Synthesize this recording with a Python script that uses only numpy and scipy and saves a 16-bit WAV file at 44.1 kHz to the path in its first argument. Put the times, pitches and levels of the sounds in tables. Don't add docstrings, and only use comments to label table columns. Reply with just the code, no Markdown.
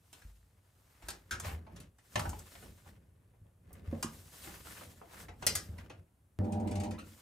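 import sys
import numpy as np
from scipy import signal
from scipy.fft import rfft, irfft, next_fast_len
from scipy.io import wavfile
from scipy.ndimage import uniform_filter1d, map_coordinates

SR = 44100
rng = np.random.default_rng(int(sys.argv[2]) if len(sys.argv) > 2 else 0)


def transcribe(signal):
    frames = np.atleast_2d(signal).T
    limited = np.clip(frames, -1, 1)
    pcm = np.round(limited * 32767).astype(np.int16)
    wavfile.write(sys.argv[1], SR, pcm)


N = 317961

# frequency in Hz, relative spectral level in dB per Hz.
STILL_SPECTRUM = [(20, -17), (45, -7), (95, 3), (140, -8), (300, -20), (800, -25.5), (2000, -33.5),
                  (5000, -42), (10500, -34.5), (15000, -42.5)]
# frequency in Hz, left-right correlation from 0 to 1.
STEREO_LIKENESS = [(70, 0.99), (130, 1), (300, 0.88), (700, 0.21), (1800, 0.27), (5000, .58), (8000, 0.84),
                   (12000, 0.94)]
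# frequency in Hz, left minus right in dB.
SIDE_BALANCE = [(100, 0.5), (300, -3), (600, 1.5), (1000, 0), (2000, 1.5), (5000, 2.2), (12000, -1)]
# frequency in Hz, time to fall by 60 dB in seconds.
ROOM_DECAY = [(100, .4), (400, 0.41), (1000, 0.26), (2000, 0.24), (6000, 0.19), (14000, 0.11)]
ABSORB_HZ = 11000
TOP_HZ = 15500

# frequency in Hz, relative spectral level in dB per Hz.
RUMBLE_SPECTRUM = [(20, -37), (35, -21.5), (50, -2.5), (95, 2), (125, -11), (170, -6), (300, -17),
                   (600, -22), (1500, -62.5)]
# frequency in Hz, relative spectral level in dB per Hz.
RUB_SPECTRUM = [(100, -36), (250, -1), (550, -2), (900, -1), (1700, -1.5), (3500, -13), (8000, -20.5)]
# frequency in Hz, relative spectral level in dB per Hz.
SWISH_SPECTRUM = [(1000, -21.5), (3000, -2), (6500, -2), (8300, -0.5), (11000, -3.5), (14500, -3.5),
                  (16000, -14)]
# time of the peak in seconds, length in seconds,
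# relative swish level in dB, level of the rub over the swish in dB.
FABRIC_STROKES = [(0.197, 0.39, -70, -4), (0.923, 0.73, -75, 0), (1.08, 0.22, -71, 5),
                  (1.478, 0.094, -54, 7), (2.228, 0.29, -57.5, -4.5), (2.555, 0.39, -62, -4.5),
                  (2.877, 0.095, -68.5, 2.5), (4.152, 0.42, -61.5, -7.5), (4.43, .27, -53, -4.5),
                  (4.727, 0.36, -56.5, -2.5), (5.148, 0.14, -62, 5.5), (5.213, 0.077, -58, -3.5),
                  (5.532, .22, -56, -13), (5.763, 0.14, -75.5, 8.5), (7.12, 0.25, -64.5, -3.5)]
# time of the peak in seconds, length in seconds,
# relative rumble level in dB.
TUB_SHOVES = [(1.11, 0.14, -55), (1.48, 0.35, -47.5), (1.77, 0.15, -47.5), (2.29, 0.25, -45.5),
              (2.66, 0.19, -51), (2.92, 0.23, -56.5), (3.2, 0.64, -66), (3.47, 0.049, -61),
              (3.73, 0.18, -55.5), (3.94, 0.46, -47), (4.56, 0.44, -54), (4.87, 0.24, -53),
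              (5.24, 0.19, -50.5), (5.5, 0.27, -45), (5.76, 0.28, -49.5), (5.99, 0.083, -56)]
RISE_SHARE, ROUNDNESS, EDGE_DB = 0.41, 1.6, 9

# start in seconds, relative level in dB, pitch of the push in Hz.
CABINET_BLOWS = [(0.252, -43.5, 49), (1.039, -46.5, 50), (1.328, -40.5, 75), (1.463, -37, 89),
                 (1.536, -37, 79), (2.172, -37.5, 101), (2.182, -38.5, 170), (2.277, -34, 77),
                 (3.417, -50.5, 100), (3.881, -35.5, 82.4), (3.929, -35, 265), (4.046, -36, 285),
                 (5.467, -43.5, 108), (5.692, -39.5, 83), (6.389, -32.5, 100)]
# frequency in Hz, width in Hz, gain in dB.
PANEL_MODES = [(51.8, 3.6, -3.5), (80.8, 9.7, 0), (101.3, 8.8, 0), (154, 9.6, 1.5), (226.6, 11, 4),
               (330, 36, -4)]
# start in seconds, relative level in dB,
# brightness in dB per octave, ring in Hz.
RIM_KNOCKS = [(.217, -52, 4, 1620), (1.022, -48.5, 4, 1300), (1.444, -35.5, 1.3, 645),
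              (1.49, -38.5, 0.5, 2130), (1.665, -46, -2.5, 830), (1.761, -47.5, 6, 790),
              (1.984, -56, 5.5, 1990), (2.552, -45, 2.5, 2000), (2.623, -48, 0.5, 654),
              (2.857, -52.5, -2.5, 980), (3.334, -60.5, -8, 314), (3.446, -59, -10, 600),
              (3.704, -48.5, -5.5, 650), (3.925, -32.5, -10.5, 504), (4.472, -39.5, 0, 1950),
              (4.649, -51.5, 3, 1080), (4.809, -42.5, -1, 630), (5.011, -43, -3.5, 710),
              (5.283, -41, 1, 810), (5.423, -32, 1.6, 1310), (5.781, -44.5, 3.3, 1810),
              (5.898, -40.5, 0.9, 3070)]
# start in seconds, relative level in dB,
# brightness in dB per octave, ring in Hz.
FASTENER_CLICKS = [(.129, -42.5, -1, 3330), (1.085, -29, -1, 4430), (1.103, -34, 1.5, 1490),
                   (1.399, -31.5, 0.5, 1630), (1.802, -44.5, 0, 2920), (2.194, -27.5, -3, 960),
                   (2.293, -36, 2.5, 7100), (2.391, -40.5, 5, 7100), (3.73, -42.5, 10.5, 650),
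                   (4.027, -24, -0.7, 1100), (5.466, -12.5, 0.7, 4960), (5.553, -19.5, 1.3, 5170)]
# start in seconds, relative level in dB,
# brightness in dB per octave, ring in Hz, ring gain in dB, time for the chatter to fall by 60 dB in seconds.
LID_BLOWS = [(1.309, -26, 6, 1500, 13, 0.14), (2.156, -20.5, 1.3, 820, 5, 0.037),
             (2.253, -30.5, -0.8, 865, 7.5, 0.061), (2.33, -36.5, 0, 840, 13, 0.019)]
# start in seconds, relative level in dB.
LOAD_RATTLES = [(6.443, -54.5), (6.522, -43.5), (6.599, -52.5), (6.674, -44.5), (6.712, -42), (6.755, -40),
                (6.8, -39.5), (6.835, -39.5), (6.909, -42.5), (6.987, -45)]
# frequency in Hz, gain in dB.
HARD_COLOUR = [(60, -9.5), (200, -7), (750, -3.5), (1200, 1), (2500, -5.5), (3700, -5), (6500, -1),
               (9000, -0.5), (15000, -11.5)]
# frequency in Hz, gain in dB.
SOFT_COLOUR = [(60, 4.5), (200, 0.5), (750, 0.5), (1200, -2.5), (2500, -8), (3700, -16), (6500, -19.5),
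               (9000, -25), (15000, -38)]
# frequency in Hz, gain in dB.
LOOSE_COLOUR = [(60, -17), (200, -12), (750, 7.5), (1200, 0.5), (2500, 1), (3700, 0), (6500, 0.5),
                (9000, -0.5), (15000, -17.5)]
RING_OCTAVES = .33

# mean frequency in Hz, relative level in dB.
HUM_TONES = [(100, -40.5), (200, -43.5), (300, -68.5), (400, -55), (600, -48.5)]
# mean frequency in Hz, relative level in dB.
WHIR_TONES = [(92, -43), (221, -43.5), (312, -52), (485, -59.5), (520, -73)]
# frequency in Hz, relative spectral level in dB per Hz.
GEAR_SPECTRUM = [(50, -27), (90, -4), (135, -23.5), (180, 1), (222, 4.5), (265, -4), (330, 0), (420, -15),
                 (520, -4), (660, -36), (1100, -27), (2500, -36.5), (6000, -53)]
# mean frequency in Hz, relative level in dB.
BUZZ_TONES = [(700, -82), (738, -55.5), (800, -48.5), (900, -60), (937, -77)]
# frequency in Hz, relative spectral level in dB per Hz.
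RASP_SPECTRUM = [(500, -20), (680, -2), (780, 4.5), (860, -4.5), (970, -3), (1100, -34), (1600, -28),
                 (4000, -48)]
# start in seconds, nominal starting pitch in Hz, relative level in dB.
DRIVE_SQUEAKS = [(6.936, 788, -57), (6.98, 1192, -51)]
HEARD_FROM_S, FADES_FROM_S = 6.389, 6.888
HUM_FADE_S, COAST_S = .05, 0.084
BUZZ_RISE_S, BUZZ_FALL_S = 0.0405, 0.038
TUB_RISE_S, TUB_COAST_S = 0.35, 0.12


def amp(db):
    return 10 ** (np.asarray(db) / 20)


def unit(x):
    return x / np.sqrt(np.mean(x ** 2) + 1e-20)


def along(points, hz):
    f, v = np.transpose(points)
    return np.interp(np.log(hz + 1), np.log(f), v)


def wobble(rate):
    knots = rng.standard_normal(int(N * rate / SR) + 4)
    return map_coordinates(knots, [np.arange(N) * rate / SR])


def filtered(x, response):
    n = x.shape[-1]
    padded = next_fast_len(n + SR // 4, real=True)
    hz = np.fft.rfftfreq(padded, 1 / SR)
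    return irfft(rfft(x, padded) * response(hz), padded)[..., :n]


def causal(gain):
    cepstrum = irfft(np.log(gain + 1e-6))
    half = len(cepstrum) // 2
    folded = np.r_[cepstrum[0], 2 * cepstrum[1:half], np.zeros(half)]
    return np.exp(rfft(folded))


def add(track, s, sound):
    part = track[:, max(round(s * SR), 0):][:, :sound.shape[-1]]
    part += sound[..., :part.shape[-1]]


def diffuse(size):
    def mid_side(hz):
        turn = np.arccos(np.clip(along(STEREO_LIKENESS, hz), -1, 1)) / 2
        return np.array([np.cos(turn), np.sin(turn)])

    mid, side = filtered(rng.standard_normal((2, size)), mid_side)
    return np.array([mid + side, mid - side])


def noise(spectrum, patchy_db=0):
    z = signal.stft(diffuse(N), nperseg=512)[2]
    field = rng.standard_normal(z.shape[1:])
    field = uniform_filter1d(field, size=7, axis=0)
    field = uniform_filter1d(field, size=6, axis=1)
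    patchy = signal.istft(z * amp(patchy_db * unit(field)), nperseg=512)[1][:, :N]
    return unit(filtered(patchy, lambda hz: amp(along(spectrum, hz))))


def room(wet_db, early_db, early_t60=0.027):
    hz, t, z = signal.stft(diffuse(SR // 3), SR, nperseg=256)
    decay = amp(-60 * t / along(ROOM_DECAY, hz)[:, None])
    tail = signal.istft(z * decay, SR, nperseg=256)[1]
    size = tail.shape[1]
    early = diffuse(size) * amp(-60 * np.arange(size) / SR / early_t60)
    answer = amp(wet_db) * tail / np.linalg.norm(tail[0])
    answer += amp(early_db) * early / np.linalg.norm(early[0])
    keep = np.exp(-2 * np.pi * ABSORB_HZ / SR)
    answer = signal.lfilter([1 - keep], [1, -keep], answer)
    answer[:, 0] += 1
    answer[1] = np.r_[0, answer[1, :-1]]
    return answer


def still_air():
    return amp(-67.5) * noise(STILL_SPECTRUM)


def swells(rows):
    t, power = np.arange(N) / SR, np.zeros(N)
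    for s, length, db in rows:
        away = np.maximum((s - t) / RISE_SHARE, (t - s) / (1 - RISE_SHARE)) / length
        near = away < 10
        power[near] += amp(db - EDGE_DB * away[near] ** ROUNDNESS) ** 2
    return np.sqrt(power)


def cloth(rumble_db=-1, rub_db=0, swish_db=1, drag_db=-20, grain_db=-3.0, fold_db=2.9, catch_db=-3):
    rumble = swells(TUB_SHOVES)
    swish = swells([(s, length, db) for s, length, db, _ in FABRIC_STROKES])
    stroke_rub = swells([(s, length, db + over) for s, length, db, over in FABRIC_STROKES])
    rub = np.hypot(stroke_rub, amp(drag_db) * rumble)
    folds = fold_db * wobble(36)
    threads = grain_db * wobble(500)
    catches = (rng.random(N) < 130 / SR) * rng.uniform(-1, 1, N)
    crackle = signal.fftconvolve(catches[None], room(-0.5, 0, early_t60=0.022), axes=1)[:, :N]
    crackle = unit(filtered(crackle, lambda hz: causal(amp(along(RUB_SPECTRUM, hz / 1.4)))))
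    friction = amp(threads) * noise(RUB_SPECTRUM, patchy_db=2) + amp(catch_db) * crackle
    rubbing = rub * amp(rub_db + folds) * friction
    swishing = swish * amp(swish_db + folds / 2) * noise(SWISH_SPECTRUM, patchy_db=1.1)
    return rubbing + swishing + rumble * amp(rumble_db) * noise(RUMBLE_SPECTRUM)


def thuds(gain_db=-5, cycles=1.0, direct_db=-17):
    out, t = np.zeros((2, N)), np.arange(SR // 2) / SR

    def panels(f):
        response = amp(direct_db)
        for centre, width, db in PANEL_MODES:
            damping = 1j * f * width
            response = response + amp(db) * damping / (centre * centre - f * f + damping)
        return response

    for s, db, push_hz in CABINET_BLOWS:
        push = np.sin(2 * np.pi * push_hz * t) * np.exp(-push_hz * t / cycles)
        boom = filtered(push, panels)
        attack = np.sqrt(np.mean(boom[:SR // 20] ** 2))
        add(out, s, amp(db + gain_db) * boom / attack)
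    return out


def plastic(rows, colour, gain_db, wet_db, early_db, ring_t60, linger_db, chatter_db, rise, crack_db):
    out, t = np.zeros((2, N)), np.arange(SR // 4) / SR
    for s, db, brightness, ring_hz, ring_db, t60 in rows:
        def near_ring(hz):
            return np.exp(-(np.log2((hz + 1) / ring_hz) / RING_OCTAVES) ** 2)

        def contact_colour(hz):
            tilt = brightness * np.log2(np.maximum(hz / 600, 1))
            return causal(amp(along(colour, hz) + tilt + ring_db * near_ring(hz)))

        spikes = chatter_db * rng.standard_normal(len(t))
        chatter = rng.standard_normal(len(t)) * amp(spikes - 60 * t / t60)
        ring = filtered(rng.standard_normal(len(t)), near_ring) * amp(linger_db - 60 * t / ring_t60)
        blow = (chatter / np.linalg.norm(chatter) + ring) * (1 - np.exp(-t / rise))
        blow[:3] += amp(crack_db) * np.array([.5, -1, .5])
        heard = signal.fftconvolve(blow[None], room(wet_db, early_db), axes=1)[:, :SR // 3]
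        heard = filtered(heard, contact_colour)
        attack = np.sqrt(np.mean(heard[:, :SR // 50] ** 2))
        add(out, s, amp(db + gain_db) * heard / attack)
    return out


def knocks(ring_db=4.0, t60=0.057):
    rows = [(*knock, ring_db, t60) for knock in RIM_KNOCKS]
    return plastic(rows, SOFT_COLOUR, gain_db=-9.5, wet_db=3.0, early_db=2.5, ring_t60=.16,
                   linger_db=-38.5, chatter_db=8.5, rise=.0014, crack_db=-4)


def clicks(ring_db=4, t60=0.029):
    rows = [(*click, ring_db, t60) for click in FASTENER_CLICKS]
    return plastic(rows, HARD_COLOUR, gain_db=-11.5, wet_db=1.5, early_db=-1, ring_t60=0.13,
                   linger_db=-32.5, chatter_db=4, rise=0.00092, crack_db=-5)


def lid():
    return plastic(LID_BLOWS, SOFT_COLOUR, gain_db=-10.0, wet_db=5.0, early_db=6.5, ring_t60=0.13,
                   linger_db=-42, chatter_db=2.0, rise=0.0005, crack_db=-12)


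def rattles(ring_hz=2300, ring_db=5, t60=0.076):
    rows = [(s, db, 0, ring_hz, ring_db, t60) for s, db in LOAD_RATTLES]
    return plastic(rows, LOOSE_COLOUR, gain_db=-9.5, wet_db=6.5, early_db=6.5, ring_t60=.068,
                   linger_db=-56, chatter_db=5, rise=0.00035, crack_db=-0.5)


def squeak(rise_hz=330, length=.028, rough=.06):
    out, t = np.zeros((2, N)), np.arange(SR // 4) / SR
    for s, start_hz, db in DRIVE_SQUEAKS:
        glide = start_hz + rise_hz * (1 - np.exp(-t / length))
        pitch = glide * (1 + rough * wobble(845)[:len(t)])
        phase = 2 * np.pi * np.cumsum(pitch) / SR
        chirp = sum(np.sin(k * phase) / k for k in (1, 2, 3))
        chirp *= np.exp(-(t / length) ** 2) * (1 - np.exp(-t / 0.00058))
        add(out, s, amp(db) * signal.fftconvolve(chirp[None], room(-0.5, -0.5), axes=1))
    return out


def dry_tick(db=-33, fall=0.0013):
    out, t = np.zeros((2, N)), np.arange(SR // 100) / SR
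    add(out, HEARD_FROM_S, -amp(db) * np.exp(-t / fall))
    return out


def rise_and_fade(rise_s, fall_s):
    t = np.arange(N) / SR
    rise = 1 - np.exp(-np.maximum(t - HEARD_FROM_S, 0) / rise_s)
    return rise * np.exp(-np.maximum(t - FADES_FROM_S, 0) / fall_s)


def tones(lines, waver_db, drift_hz):
    out, t = np.zeros((2, N)), np.arange(N) / SR
    for hz, db in lines:
        apart = np.arccos(np.clip(along(STEREO_LIKENESS, hz), -1, 1)) / 2
        drift = drift_hz * np.cumsum(wobble(20)) / SR
        phase = rng.uniform(0, 2 * np.pi) + 2 * np.pi * (hz * t + drift)
        out += amp(db + waver_db * wobble(6.1)) * np.sin(phase + apart * np.array([[1], [-1]]))
    return np.sqrt(2) * out


def motor(hum_db=-1, whir_db=0, growl_db=-43, buzz_db=-3, rasp_db=-49, lumps_db=2, tub_db=-43,
          abrupt_s=0.0014, strain_db=1.5):
    humming, running = rise_and_fade(abrupt_s, HUM_FADE_S), rise_and_fade(abrupt_s, COAST_S)
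    load, turning = rise_and_fade(BUZZ_RISE_S, BUZZ_FALL_S), rise_and_fade(TUB_RISE_S, TUB_COAST_S)
    strain = strain_db * wobble(14)
    hum = amp(hum_db + strain) * tones(HUM_TONES, waver_db=0.5, drift_hz=0.51)
    whir = amp(whir_db) * tones(WHIR_TONES, waver_db=-2, drift_hz=2.01)
    gears = amp(growl_db + lumps_db * wobble(40)) * noise(GEAR_SPECTRUM, patchy_db=3)
    buzz = amp(buzz_db + strain) * tones(BUZZ_TONES, waver_db=1.0, drift_hz=0.9)
    rasp = amp(rasp_db) * noise(RASP_SPECTRUM)
    tub = amp(tub_db) * noise(RUMBLE_SPECTRUM)
    return humming * hum + running * (whir + gears) + load * (buzz + rasp) + turning * tub


def scene():
    loading = cloth() + thuds() + knocks() + clicks() + lid()
    machine = rattles() + squeak() + dry_tick() + motor()
    sound = still_air() + loading + machine
    return filtered(sound, lambda hz: amp(along(SIDE_BALANCE, hz) * np.array([[.5], [-.5]])))


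def record(dry, low_cut_hz=40):
    def band(hz):
        low_cut = hz ** 2 / np.sqrt(hz ** 4 + low_cut_hz ** 4)
        return low_cut / np.sqrt(1 + (hz / TOP_HZ) ** 120)

    return filtered(dry, band)


dry = scene()
out = record(dry)
transcribe(out)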